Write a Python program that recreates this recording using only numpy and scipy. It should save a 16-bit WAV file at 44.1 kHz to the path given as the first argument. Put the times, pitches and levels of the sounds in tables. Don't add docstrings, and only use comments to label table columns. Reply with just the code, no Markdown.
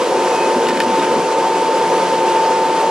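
import sys
import numpy as np
from scipy import signal
from scipy.fft import rfft, irfft, next_fast_len
from scipy.io import wavfile
from scipy.ndimage import uniform_filter1d, map_coordinates

SR = 44100
rng = np.random.default_rng(int(sys.argv[2]) if len(sys.argv) > 2 else 0)


def master_out(mix):
    frames = np.transpose(np.atleast_2d(mix))
    ceiling = np.clip(frames, -1, 1)
    pcm = np.round(ceiling * 32767).astype(np.int16)
    wavfile.write(sys.argv[1], SR, pcm)


N = 127890
TIME_S = np.arange(N) / SR

# time_s [s], level_db [dB]
DRAG_LEVEL = [(.52, -80), (.57, -33), (.8, -31), (1.0, -32), (1.2, -34), (1.3, -62.5)]
# freq_hz [Hz], relative_db [dB per Hz]
DRAG_COLOUR = [(60, -42), (100, -12.5), (170, -15), (240, 7), (300, 2.5), (400, -44)]

# start_s [s], level_db [dB], rise_s [s], decay_s [s]
SCRAPES = [(.682, -21.5, 0.0052, 0.0074), (.768, -26, .004, 0.0096), (0.8019, -16, .0008, 0.005),
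           (0.815, -25, 0.0018, .008), (.832, -31, 0.0034, 0.013), (.965, -33.5, 0.032, 0.015),
           (1.02, -30, 0.013, .012), (1.04, -29, .008, 0.011)]
# freq_hz [Hz], relative_db [dB per Hz]
GRIT_COLOUR = [(700, -36), (1400, 3.5), (3000, -4.5), (5000, -5.5), (8000, -10.5), (12000, -15.5)]
GRIT_ROUGH_DB = 2

# start_s [s], strike_db [dB], most excited pitch_hz [Hz]
TAPS = [(.669, -20.5, 3000), (.676, -20, 1500), (.687, -17.5, 2500), (0.694, -22.5, 5200),
        (.706, -17, 1800), (0.772, -19.5, 2000), (0.8021, -16, 3360), (0.8033, -16, 1900),
        (0.8047, -15.5, 1600), (0.8122, -23.5, 3000), (0.8178, -24, 4400), (.997, -23, 3400)]
# pitch_hz [Hz], relative_db [dB], t60_s [s]
TAP_MODES = [(1466, 0, .03), (1796, -1, 0.062), (2477, -3.5, .04), (2740, -0.5, 0.022), (2960, -4, 0.043),
             (3400, -5, 0.016), (3660, 2.5, .018), (4180, -4, .018), (4400, -5, 0.018), (5080, -12, .018),
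             (5300, 0.5, 0.023)]
TAP_FALL_DB = 12
TAP_RISE_S = .0003

# start_s [s], strike_db [dB], pitch_hz [Hz], glide_hz_per_s [Hz/s]
THUMPS = [(.558, -9.5, 235.5, 700), (0.659, -15, 235, 400), (.69, -14, 272, 100), (.724, -12.5, 220, -100),
          (.745, -16.5, 240, -200), (0.786, -17, 212, 0), (.862, -9.5, 234, 150), (.911, -18, 200, 0),
          (.977, -10, 284, 95), (1.089, -19, 258, 0), (1.155, -11.5, 234, 150), (1.17, -15.5, 172, -4),
          (1.22, -18, 176, 0)]
# ratio to pitch [1], relative_db [dB]
HOLLOW_MODES = [(1, 3), (0.487, -12.5), (1.3, -8.5)]
THUMP_T60_S, THUMP_RISE_S = 0.13, 0.0085
THUMP_CUT_HZ = 127

# time_s [s], roar_db [dB], hiss_db [dB]
AIR_LEVEL = [(0, -19, -27.5), (.3, -19.5, -26.5), (.52, -19, -27), (0.89, -21, -28), (0.98, -21.5, -26.5),
             (1.12, -19, -27.5), (1.31, -21.5, -28), (1.42, -19.5, -27.5), (1.8, -20, -27.5),
             (1.92, -18.5, -26.5), (2.19, -20.5, -27.5), (2.9, -20, -28)]
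ROAR_TRIM_DB, HISS_TRIM_DB = 1.28, 2.34
GUST_DB = 0.18
# freq_hz [Hz], relative_db [dB per Hz]
ROAR_COLOUR = [(18, -81), (30, -62), (102, -31.5), (158, -17.5), (214, -15.5), (305, -8), (353, -3.5),
               (402, -3), (460, -0.5), (515, 2.5), (560, -3.5), (622, -10.5), (700, -6.5), (910, -60),
               (1540, -120)]
# centre_hz [Hz], width_hz [Hz], relative_db [dB]
PIPE_MODES = [(718, 125, -0.5), (769, 45, -0.5), (864, 126, -3), (954, 120, 0), (1241, 28, -5),
              (1554, 110, -11)]
PIPE_DB = -5
# freq_hz [Hz], relative_db [dB per Hz]
HISS_COLOUR = [(600, -23.5), (1000, -5.5), (1400, -11), (1900, -14.5), (2500, -14.5), (3200, -16),
               (3800, -20), (5000, -19.5), (6500, -22.5), (8000, -24.5), (10000, -29.5), (11000, -26.5),
               (11600, -33.5), (12300, -51)]
# centre_hz [Hz], width_hz [Hz], gain_db [dB]
AIR_DIPS = [(693, 24.5, -10), (803, 24, -5.5)]

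# time_s [s], level_db [dB]
WHISTLE_LEVEL = [(0, -25), (.06, -28), (.15, -21), (.26, -21.5), (.36, -20), (.65, -21), (.78, -22.5),
                 (.95, -17), (1.08, -21), (1.22, -22), (1.38, -19), (1.9, -18.5), (2.15, -19), (2.35, -16),
                 (2.65, -17.5), (2.9, -17.5)]
# multiple of the shaft speed [1], level_db against the mean whistle [dB], waver_db [dB]
SHAFT_ORDERS = [(1, -26, 4), (2, -11, 2.5)]
# [dB rms, before the waver]
MOTOR_TONES = [(2535, -52), (4409, -60)]
SHAFT_HZ, DRIFT_HZ, BLADES = 178.8, 0.061, 5
RIPPLE_HZ, RIPPLE_DEPTH = 118, 0.15
WHISTLE_WAVER_DB, MOTOR_WAVER_DB = -0.04, 6
OVERTONE_DB, OVERTONE_GROWS = -26, 1.9

# freq_hz [Hz], left-right correlation [1]
PORT_LIKENESS = [(100, .99), (600, 0.98), (1200, 0.91), (2600, 0.82), (5500, 0.73), (8000, 0.22),
                 (11700, 0.92)]
# freq_hz [Hz], left_over_right_db [dB]
PORT_BALANCE = [(60, 1.5), (170, 1), (490, 0.5), (1420, 0.5), (4080, -0.5), (11700, -0.5)]
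LEFT_LAG_S = .00003
TOP_HZ = 12300


def amp(db):
    return 10 ** (np.asarray(db) / 20)


def unit(x):
    return x / np.sqrt(np.mean(x ** 2) + 1e-20)


def along(points, hz):
    f, v = np.transpose(points)
    return np.interp(np.log(hz + 1), np.log(f + 1), v)


def over_time(points):
    return np.interp(TIME_S, *np.transpose(points))


def wobble(rate):
    knots = rng.standard_normal(int(N * rate / SR) + 4)
    return map_coordinates(knots, [np.arange(N) * rate / SR])


def filtered(x, response):
    m = next_fast_len(N + SR // 2)
    return irfft(rfft(x, m) * response(np.fft.rfftfreq(m, 1 / SR)), m)[..., :N]


def shape(spectrum):
    return lambda hz: amp(along(spectrum, hz)) * (hz >= spectrum[0][0] / 2)


def resonance(hz, centre_hz, width_hz):
    return 1 / (1 + ((hz - centre_hz) / (width_hz / 2)) ** 2)


def rush(gain, patchy_db):
    z = signal.stft(rng.standard_normal((2, N)), nperseg=512)[2]
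    field = rng.standard_normal(z.shape[1:])
    field = uniform_filter1d(uniform_filter1d(field, 8, 0), 10, 1)
    pair = signal.istft(z * amp(patchy_db * unit(field)), nperseg=512)[1][:, :N]

    def mid_side_gain(hz):
        angle = np.arccos(np.clip(along(PORT_LIKENESS, hz), -1, 1)) / 2
        return gain(hz) * np.array([np.cos(angle), np.sin(angle)])

    mid, side = filtered(pair, mid_side_gain)
    return unit(np.array([mid + side, mid - side]))


def drag():
    level_db = over_time(DRAG_LEVEL) + 2.6 * wobble(14.9)
    return amp(level_db) * rush(shape(DRAG_COLOUR), patchy_db=1.1)


def scrapes():
    stroke = np.zeros(N)
    for start_s, level_db, rise_s, decay_s in SCRAPES:
        age_s = TIME_S - start_s
        rise = np.clip(age_s / rise_s, 0, 1)
        tail = np.exp(-np.clip(age_s - rise_s, 0, None) / decay_s)
        stroke += amp(level_db) * rise * tail
    roughness = amp(GRIT_ROUGH_DB * wobble(700))
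    return stroke * roughness * rush(shape(GRIT_COLOUR), patchy_db=1.0)


def taps():
    out, t = np.zeros(N + SR), np.arange(SR // 8) / SR
    for start_s, strike_db, centre_hz in TAPS:
        ring = np.zeros(len(t))
        for hz, mode_db, t60_s in TAP_MODES:
            far_db = TAP_FALL_DB * abs(np.log2(hz / centre_hz))
            level_db = mode_db - far_db + rng.normal(0, 1.7) - 60 * t / t60_s
            ring += amp(level_db) * np.sin(2 * np.pi * hz * t + rng.uniform(0, 2 * np.pi))
        start = round(start_s * SR)
        out[start:start + len(t)] += amp(strike_db) * (1 - np.exp(-t / TAP_RISE_S)) * ring
    return out[:N]


def thumps():
    out, t = np.zeros(N + SR), np.arange(SR // 4) / SR
    for start_s, strike_db, hz, glide in THUMPS:
        cycles = (hz + glide * t / 2) * t
        ring = np.zeros(len(t))
        for ratio, mode_db in HOLLOW_MODES:
            ring += amp(mode_db + rng.normal(0, 1.6)) * np.sin(2 * np.pi * ratio * cycles)
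        envelope = amp(strike_db - 60 * t / THUMP_T60_S) * (1 - np.exp(-t / THUMP_RISE_S))
        start = round(start_s * SR)
        out[start:start + len(t)] += envelope * ring
    return filtered(out[:N], lambda hz: (1j * hz / (THUMP_CUT_HZ + 1j * hz)) ** 3)


def roar(level_db):
    def pipe(hz):
        return np.sqrt(sum((amp(db) * resonance(hz, c, w)) ** 2 for c, w, db in PIPE_MODES))

    air = rush(shape(ROAR_COLOUR), patchy_db=0.4) + amp(PIPE_DB) * rush(pipe, patchy_db=1.0)
    return amp(level_db + ROAR_TRIM_DB + GUST_DB * wobble(3.9)) * air


def hiss(level_db):
    flutter_db = 0.29 * wobble(4.8) + 0.24 * wobble(19) + 0.61 * wobble(39.78)
    return amp(level_db + HISS_TRIM_DB + flutter_db) * rush(shape(HISS_COLOUR), patchy_db=0.63)


def whistle():
    level_db = over_time(WHISTLE_LEVEL)
    mean_db = level_db.mean()
    turn = 2 * np.pi * np.cumsum(SHAFT_HZ + DRIFT_HZ * wobble(5.45)) / SR
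    ripple = 1 + RIPPLE_DEPTH * np.sin(2 * np.pi * RIPPLE_HZ * TIME_S + 0.76 * wobble(8.27))
    tones = amp(level_db + WHISTLE_WAVER_DB * wobble(11.9)) * ripple * np.sin(BLADES * turn)
    for order, db, waver_db in SHAFT_ORDERS:
        tones += amp(mean_db + db + waver_db * wobble(6.16)) * np.sin(order * turn)
    overtone_db = mean_db + OVERTONE_DB + OVERTONE_GROWS * (level_db - mean_db) + 2.2 * wobble(8)
    tones += amp(overtone_db) * np.sin(2 * BLADES * turn)
    return np.sqrt(2) * tones


def motor():
    tones = sum(amp(db + MOTOR_WAVER_DB * wobble(4.7)) * np.sin(2 * np.pi * hz * TIME_S)
                for hz, db in MOTOR_TONES)
    return np.sqrt(2) * tones


def blower():
    time_s, roar_db, hiss_db = np.transpose(AIR_LEVEL)
    air = roar(np.interp(TIME_S, time_s, roar_db)) + hiss(np.interp(TIME_S, time_s, hiss_db))

    def dips(hz):
        return amp(sum(db * resonance(hz, c, w) for c, w, db in AIR_DIPS))

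    return whistle() + motor() + filtered(air, dips)


def scene():
    sources = drag() + scrapes() + taps() + thumps() + blower()
    side = np.array([[1], [-1]])

    def ports(hz):
        balance = amp(side * along(PORT_BALANCE, hz) / 2)
        return balance * np.exp(-1j * np.pi * side * hz * LEFT_LAG_S)

    return filtered(sources, ports)


def record(dry):
    return filtered(dry, lambda hz: hz < TOP_HZ)


dry = scene()
out = record(dry)
master_out(out)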